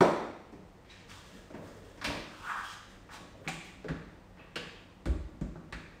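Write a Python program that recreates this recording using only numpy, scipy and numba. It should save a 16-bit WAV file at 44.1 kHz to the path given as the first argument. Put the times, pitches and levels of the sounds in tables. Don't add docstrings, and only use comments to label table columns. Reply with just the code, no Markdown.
import sys
import numpy as np
from scipy import signal
from scipy.fft import rfft, irfft
from scipy.io import wavfile
from scipy.ndimage import uniform_filter1d
from numba import njit

SR = 44100
rng = np.random.default_rng(int(sys.argv[2]) if len(sys.argv) > 2 else 0)


def persist_wave(psi):
    counts = np.round(np.clip(psi, -1, 1) * 32767).astype(np.int16)
    wavfile.write(sys.argv[1], SR, np.atleast_2d(counts).T)


def ratio_of_db(decibels):
    return 10 ** (np.asarray(decibels, float) / 20)


N = 264618


def shape(x, table):
    hz, db = np.transpose(table)
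    bins = np.maximum(np.arange(len(x) // 2 + 1) * SR / len(x), 1)
    gain = ratio_of_db(np.interp(np.log(bins), np.log(hz), db))
    return irfft(rfft(x) * gain, len(x))


def unit(x):
    return x / np.sqrt(np.mean(x ** 2))


def ring(x, hz, width):
    return signal.lfilter(*signal.iirpeak(hz, hz / width, fs=SR), x)


def ping(hz, width):
    tap = 1. * (np.arange(SR // 3) == 0)
    tone = ring(ring(tap, hz, width), hz, 2 * width)
    return tone / np.abs(tone).max()


def walk(rate):
    k = int(SR / rate)
    stairs = np.repeat(rng.standard_normal(N // k + 1), k)
    smooth = uniform_filter1d(uniform_filter1d(stairs, k), k)
    return unit(smooth[:N])


@njit
def sweep(x, hz, damp):
    y, band, low = np.empty(len(x)), 0., 0.
    for i in range(len(x)):
        g = np.tan(np.pi * hz[i] / SR)
        v = (band + g * (x[i] - low)) / (1 + g * (g + damp[i]))
        band = 2 * v - band
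        low = low + 2 * g * v
        y[i] = np.sqrt(damp[i]) * v
    return y


ZONE_EDGES_HZ = [130, 700, 1800, 4800]


def blows(table, modes, zone_db):
    table = np.array(table)
    hz, width, db = np.transpose(modes)
    zone = np.searchsorted(ZONE_EDGES_HZ, hz)
    s, strength, hard, focus, weight = table.T[:, :, None]
    step = zone - 2
    drive = np.where(zone == 0, weight, strength + hard * step - focus * step ** 2)
    lands_db = 1.2 * rng.standard_normal((len(table), len(hz)))
    sign = (-1) ** np.arange(len(hz))
    gains = ratio_of_db(drive + np.array(zone_db)[zone] + db + lands_db) * sign
    return table[:, 0], gains @ np.array([ping(f, w) for f, w in zip(hz, width)])


def strike(times, sounds, direct_db, early_s, early_db, room_db):
    out = np.zeros((2, N + SR))
    for s, sound in zip(times, sounds):
        fade = np.exp(-np.arange(len(sound)) / SR / early_s)
        cluster = rng.standard_normal(len(sound)) * ratio_of_db(early_db) * fade
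        cluster[0] = ratio_of_db(direct_db)
        span = slice(int(s * SR), int(s * SR) + len(sound))
        out[0, span] += signal.fftconvolve(sound, cluster)[:len(sound)]
        out[1, span] += ratio_of_db(room_db) * sound
    return out[:, :N]


# t/s, level/dB, hardness/dB per group, focus on the middle groups/dB, weight/dB
KNOCK = [
    (0.0064, -10, -0.5, 9, -54),
    (0.0104, -31.5, -12.5, -6, -67),
    (0.0221, -30.5, 1.5, 2, -50),
]
# f/Hz, width/Hz, level/dB
BOARD = [(80, 51, -8), (180, 125, -7), (367.4, 48, -0.5), (567, 153, 1.5), (665, 190, -1), (944, 240, -1),
         (1370, 240, -6), (1970, 590, -1), (3530, 660, -13.5), (4300, 650, -7), (5740, 560, -0.5),
         (6860, 1600, -0.5), (8600, 3600, 5.5), (14000, 2600, -5)]


def knock():
    return strike(*blows(KNOCK, BOARD, [-11, -4.5, -6, -4.5, -5.5]),
                  direct_db=-11.0, early_s=0.0066, early_db=-20.0, room_db=-3.0)


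# t/s, level/dB, hardness/dB per group, focus on the middle groups/dB, weight/dB
PRESS = [(3.465, -47.5, -7, -0.5, -63), (3.477, -33, 17, 11.5, -56), (3.4831, -39.5, 6.5, 0.5, -62),
         (3.8433, -43, -4, 1, -54), (3.8865, -34.5, -1, 2.5, -34.5), (4.1087, -72, 1, 4, -70),
         (4.3715, -51.5, -0.5, 6, -63), (4.3923, -48, -3, 12, -62), (4.558, -33, 5, 3.5, -67),
         (5.0566, -34.5, -2.5, 0.5, -31), (5.0725, -62, -13, -9, -20), (5.164, -65.5, -13, -1.5, -51),
         (5.412, -43, -4, -1, -35), (5.4589, -69, -5, -1, -40), (5.5561, -43, -9.5, 10.5, -54),
         (5.7248, -37.5, 3, 3, -40)]
# f/Hz, width/Hz, level/dB
PLATES = [(50.5, 15, -4), (74.7, 29, -6.5), (158, 29.5, 0.5), (208, 75, -8.5), (245, 14.5, -5),
          (321, 56, 4.5), (572, 100, -2.5), (831, 194, -4), (1143, 91, -7.5), (1412, 214, -1),
          (2130, 670, 2), (3000, 1360, 0.5), (4100, 1780, 3.5), (7000, 2360, -2.5), (8200, 2700, -3),
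          (13700, 5600, -14)]


def press():
    return strike(*blows(PRESS, PLATES, [-10, -10.0, -9.5, -8.0, -1.0]),
                  direct_db=-1.3, early_s=0.014, early_db=-20, room_db=-0.54)


# t/s, f/Hz, width/Hz, level/dB
RINGS = [(0.0102, 598, 160, -21.5), (0.523, 390, 59, -53), (1.11, 1170, 45, -57), (1.545, 553, 58, -51),
         (3.476, 2330, 440, -33.5), (3.478, 740, 79, -46), (3.846, 443, 83, -43.5), (3.884, 1540, 650, -36),
         (4.394, 2600, 200, -54), (4.557, 2900, 680, -32.5), (4.561, 487, 100, -43),
         (5.413, 192, 68, -41.5), (5.725, 1670, 730, -35), (5.7255, 2270, 740, -44),
         (5.727, 4400, 420, -54), (3.885, 4700, 4030, -56), (1.504, 1100, 930, -53),
         (0.049, 2180, 500, -35.5), (0.008, 1100, 450, -30), (0.009, 6700, 3500, -44),
         (6.5, 3500, 3300, -40), (0.9, 3860, 270, -53), (1.115, 2500, 1100, -45.5), (5.08, 63, 33, -45),
         (3.9, 265, 66, -42), (4.558, 1630, 590, -35.5), (4.559, 9900, 4100, -44), (5.06, 334, 72, -41),
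         (0.012, 1700, 300, -43), (4.559, 4500, 830, -38.5)]


def single_rings():
    times = [s for s, hz, width, db in RINGS]
    tones = [ratio_of_db(db) * ping(hz, width) for s, hz, width, db in RINGS]
    return strike(times, tones, direct_db=-0.77, early_s=0.019, early_db=-19.0, room_db=-0.12)


# t/s, level/dB, hardness/dB per group, focus on the middle groups/dB, weight/dB
STEPS = [(0.5226, -55.5, -8, -5.5, -45), (0.846, -61.5, 10.5, 4, -69), (1.095, -52, 8.5, 1, -62),
         (1.502, -58, -9.5, -5.5, -51), (1.5394, -43.5, -7.5, 2, -60), (1.9756, -52.5, -3, -3, -48),
         (2.0142, -36, 6, 8, -62), (2.043, -30.5, 7.5, 1, -52), (2.0711, -42.5, -10.5, -1, -38),
         (2.0977, -36, -7.5, 2.5, -53), (3.0909, -44, -1.0, 18, -74), (3.1338, -48.5, 9, 1.5, -54),
         (3.198, -61.5, -11.5, -6.5, -68), (3.3441, -63, -14, -1.5, -81)]
# f/Hz, width/Hz, level/dB
SLIPPER = [(53.5, 35, 2), (91, 23, -5.5), (180, 170, 0), (328, 113, -1.5), (580, 150, -0.5),
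           (1015, 390, 5.5), (1600, 1160, 7.5), (2460, 950, -1.5), (4380, 1700, -4), (5820, 1970, -3),
           (8470, 3900, -5.5), (13000, 5800, -12)]


def steps():
    return strike(*blows(STEPS, SLIPPER, [-13.0, -7.0, -8, 0.5, -5.8]),
                  direct_db=-12, early_s=0.024, early_db=-23.0, room_db=-0.11)


def stroke(start, length, db):
    rise_share, fade_db, lift_s = 0.24, 11, 0.012
    t = np.arange(N) / SR - start
    rise = np.clip(t / (rise_share * length), 0, 1)
    fade = ratio_of_db(-fade_db * np.clip(t / length - rise_share, 0, 1))
    lift = np.clip(1 + (length - t) / lift_s, 0, 1)
    return ratio_of_db(db - 9.5) * rise * fade * lift


def friction():
    bursts_db = 2.2 * np.minimum(rng.exponential(size=N), 5)
    grit = rng.standard_normal(N) * ratio_of_db(bursts_db)
    judder = walk(40)
    slips = grit * ratio_of_db(1.8 * judder)
    fizz = unit(shape(slips, [(1200, -60), (2800, 10.0), (5000, 5.5), (9000, -0.5), (15000, -9)]))
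    return slips, judder, fizz


def rub(slips, hz, damp):
    damp = np.full(N, damp)
    return unit(sweep(sweep(slips, hz, damp), hz, damp))


# t/s, pressure level/dB, rub resonance f/Hz
DRAG = [
    (2.26, -55, 1600),
    (2.33, -45, 1290),
    (2.42, -35.5, 1180),
    (2.49, -38, 1330),
    (2.56, -34.5, 1130),
    (2.6, -43, 1490),
    (2.68, -57, 1600),
    (2.74, -54, 2250),
    (2.77, -89, 2300),
]


def drag(slips, judder, fizz):
    t = np.arange(N) / SR
    s, db, hz = np.transpose(DRAG)
    centre = np.interp(t, s, hz)
    pressure = ratio_of_db(np.interp(t, s, db, -120, -120) - 9)
    free = ratio_of_db(-16 + 23.5 * np.log2(centre / hz.min()))
    return pressure * (ratio_of_db(4 * judder) * rub(slips, centre, 0.45) + free * fizz)


# t/s, length/s, level/dB, rub resonance f/Hz, fizz level over it/dB
SCUFFS = [(0.866, 0.17, -49, 2360, -48), (0.877, 0.15, -57, 4300, -23), (1.074, 0.14, -48, 1250, 0),
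          (1.203, .3, -58, 1620, 2), (1.531, 0.05, -47.5, 1650, -7.5), (1.613, 0.18, -51, 1250, -5),
          (1.664, 0.08, -66, 6500, -8), (1.753, 0.47, -59, 1480, -2), (2.008, 0.057, -47, 1500, -0.5),
          (2.626, 0.1, -51, 2500, 4), (2.322, 0.38, -51.5, 2180, -30), (2.6, .14, -51.5, 840, -25),
          (2.673, 0.071, -55.5, 5400, -10), (2.875, 0.1, -58, 1600, 1), (3.1, 0.092, -42.5, 1060, -5),
          (3.44, .04, -46.5, 1500, -9), (3.525, 0.038, -45, 2200, -3), (3.635, 0.085, -58.5, 2270, 5.5),
          (4.363, .12, -54, 1860, -21), (5.75, 0.13, -51, 1630, -25)]


def scuffs(slips, fizz):
    out = np.zeros(N)
    for s, length, db, hz, fizz_db in SCUFFS:
        tone = rub(slips, np.full(N, 1. * hz), 0.89)
        out += stroke(s, length, db) * (tone + ratio_of_db(fizz_db) * fizz)
    return out


# t/s, length/s, level/dB
SHIFTS = [
    (1.003, 0.072, -52),
    (1.22, 0.39, -52),
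    (1.525, 0.25, -42.5),
    (1.748, 0.23, -47.5),
    (2.14, 0.067, -38.5),
    (2.305, 0.39, -54),
    (3.397, 0.093, -45.5),
    (3.612, 0.089, -54),
    (4.39, 0.063, -52),
    (5.744, 0.09, -49),
]


def weight_shifts(slips):
    rumble = unit(shape(slips, [(90, -5), (180, 3.0), (600, 0.5), (1200, -36.5)]))
    return sum(stroke(*row) for row in SHIFTS) * ratio_of_db(-0.5) * rumble


# f/Hz, t/s
ROOM_T60 = [(60, 0.69), (250, 0.75), (1000, 0.72), (3000, 0.96), (8000, 0.71), (14000, 0.58)]


def room():
    build_s, level_db = 0.0033, -26
    t, tail = np.arange(SR) / SR, 0
    hz, t60 = np.transpose(ROOM_T60)
    echoes = rng.standard_normal(SR)
    for mid in 40 * 2. ** np.arange(0, 9):
        octave = [(mid / 2, -40), (mid / 1.59, -6), (mid, 0), (mid * 1.476, -6), (mid * 2, -40)]
        decay_s = np.interp(np.log(mid), np.log(hz), t60)
        tail = tail + shape(echoes, octave) * ratio_of_db(-60 * t / decay_s)
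    return tail * ratio_of_db(level_db) * (1 - np.exp(-(t / build_s) ** 2))


# f/Hz, width/Hz, level/dB
FRIDGE = [(29, 45, -65.5), (46.5, 28, -63.5), (66, 29, -112), (96.5, 6.3, -64.5), (131, 35, -71.5),
          (188, 10.4, -65.5)]


def fridge():
    drone = np.zeros(N)
    for hz, width, db in FRIDGE:
        hum = ring(ring(rng.standard_normal(N), hz, width), hz, 2 * width)
        drone += ratio_of_db(db) * unit(hum)
    return drone


# f/Hz, level/dB per Hz
HISS = [(82, -27), (140, -3.5), (369, -6), (415, -10.5), (477, -5.5), (642, -10), (916, -11.5),
        (1310, -16.5), (1730, -21), (1870, -16.5), (2190, -22), (5760, -31.5), (15800, -41.5)]


def room_hiss():
    return unit(shape(rng.standard_normal(N), HISS)) * ratio_of_db(-60 + 0.38 * walk(2.45))


def scene():
    slips, judder, fizz = friction()
    rubs = drag(slips, judder, fizz) + scuffs(slips, fizz) + weight_shifts(slips)
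    near, far = knock() + press() + steps()
    heard = near + rubs + signal.fftconvolve(far + ratio_of_db(-6.5) * rubs, room())[:N]
    near, far = single_rings()
    heard += near + signal.fftconvolve(far, room())[:N]
    heard += fridge() + room_hiss()
    heard[:int(.006 * SR)] *= .1
    return heard[None]


# f/Hz, level/dB
MIC = [(12, -25), (30, 1), (9200, 1), (10200, -7), (12000, -6.5), (13200, -0.5), (15600, 1), (15900, -30)]


def microphone(x):
    return shape(x, MIC)


def roll_off(x):
    return signal.sosfilt(signal.butter(12, 16410, fs=SR, output="sos"), x)


def record(dry):
    mix = microphone(dry[0])[None]
    return roll_off(mix)


dry = scene()
out = record(dry)
persist_wave(out)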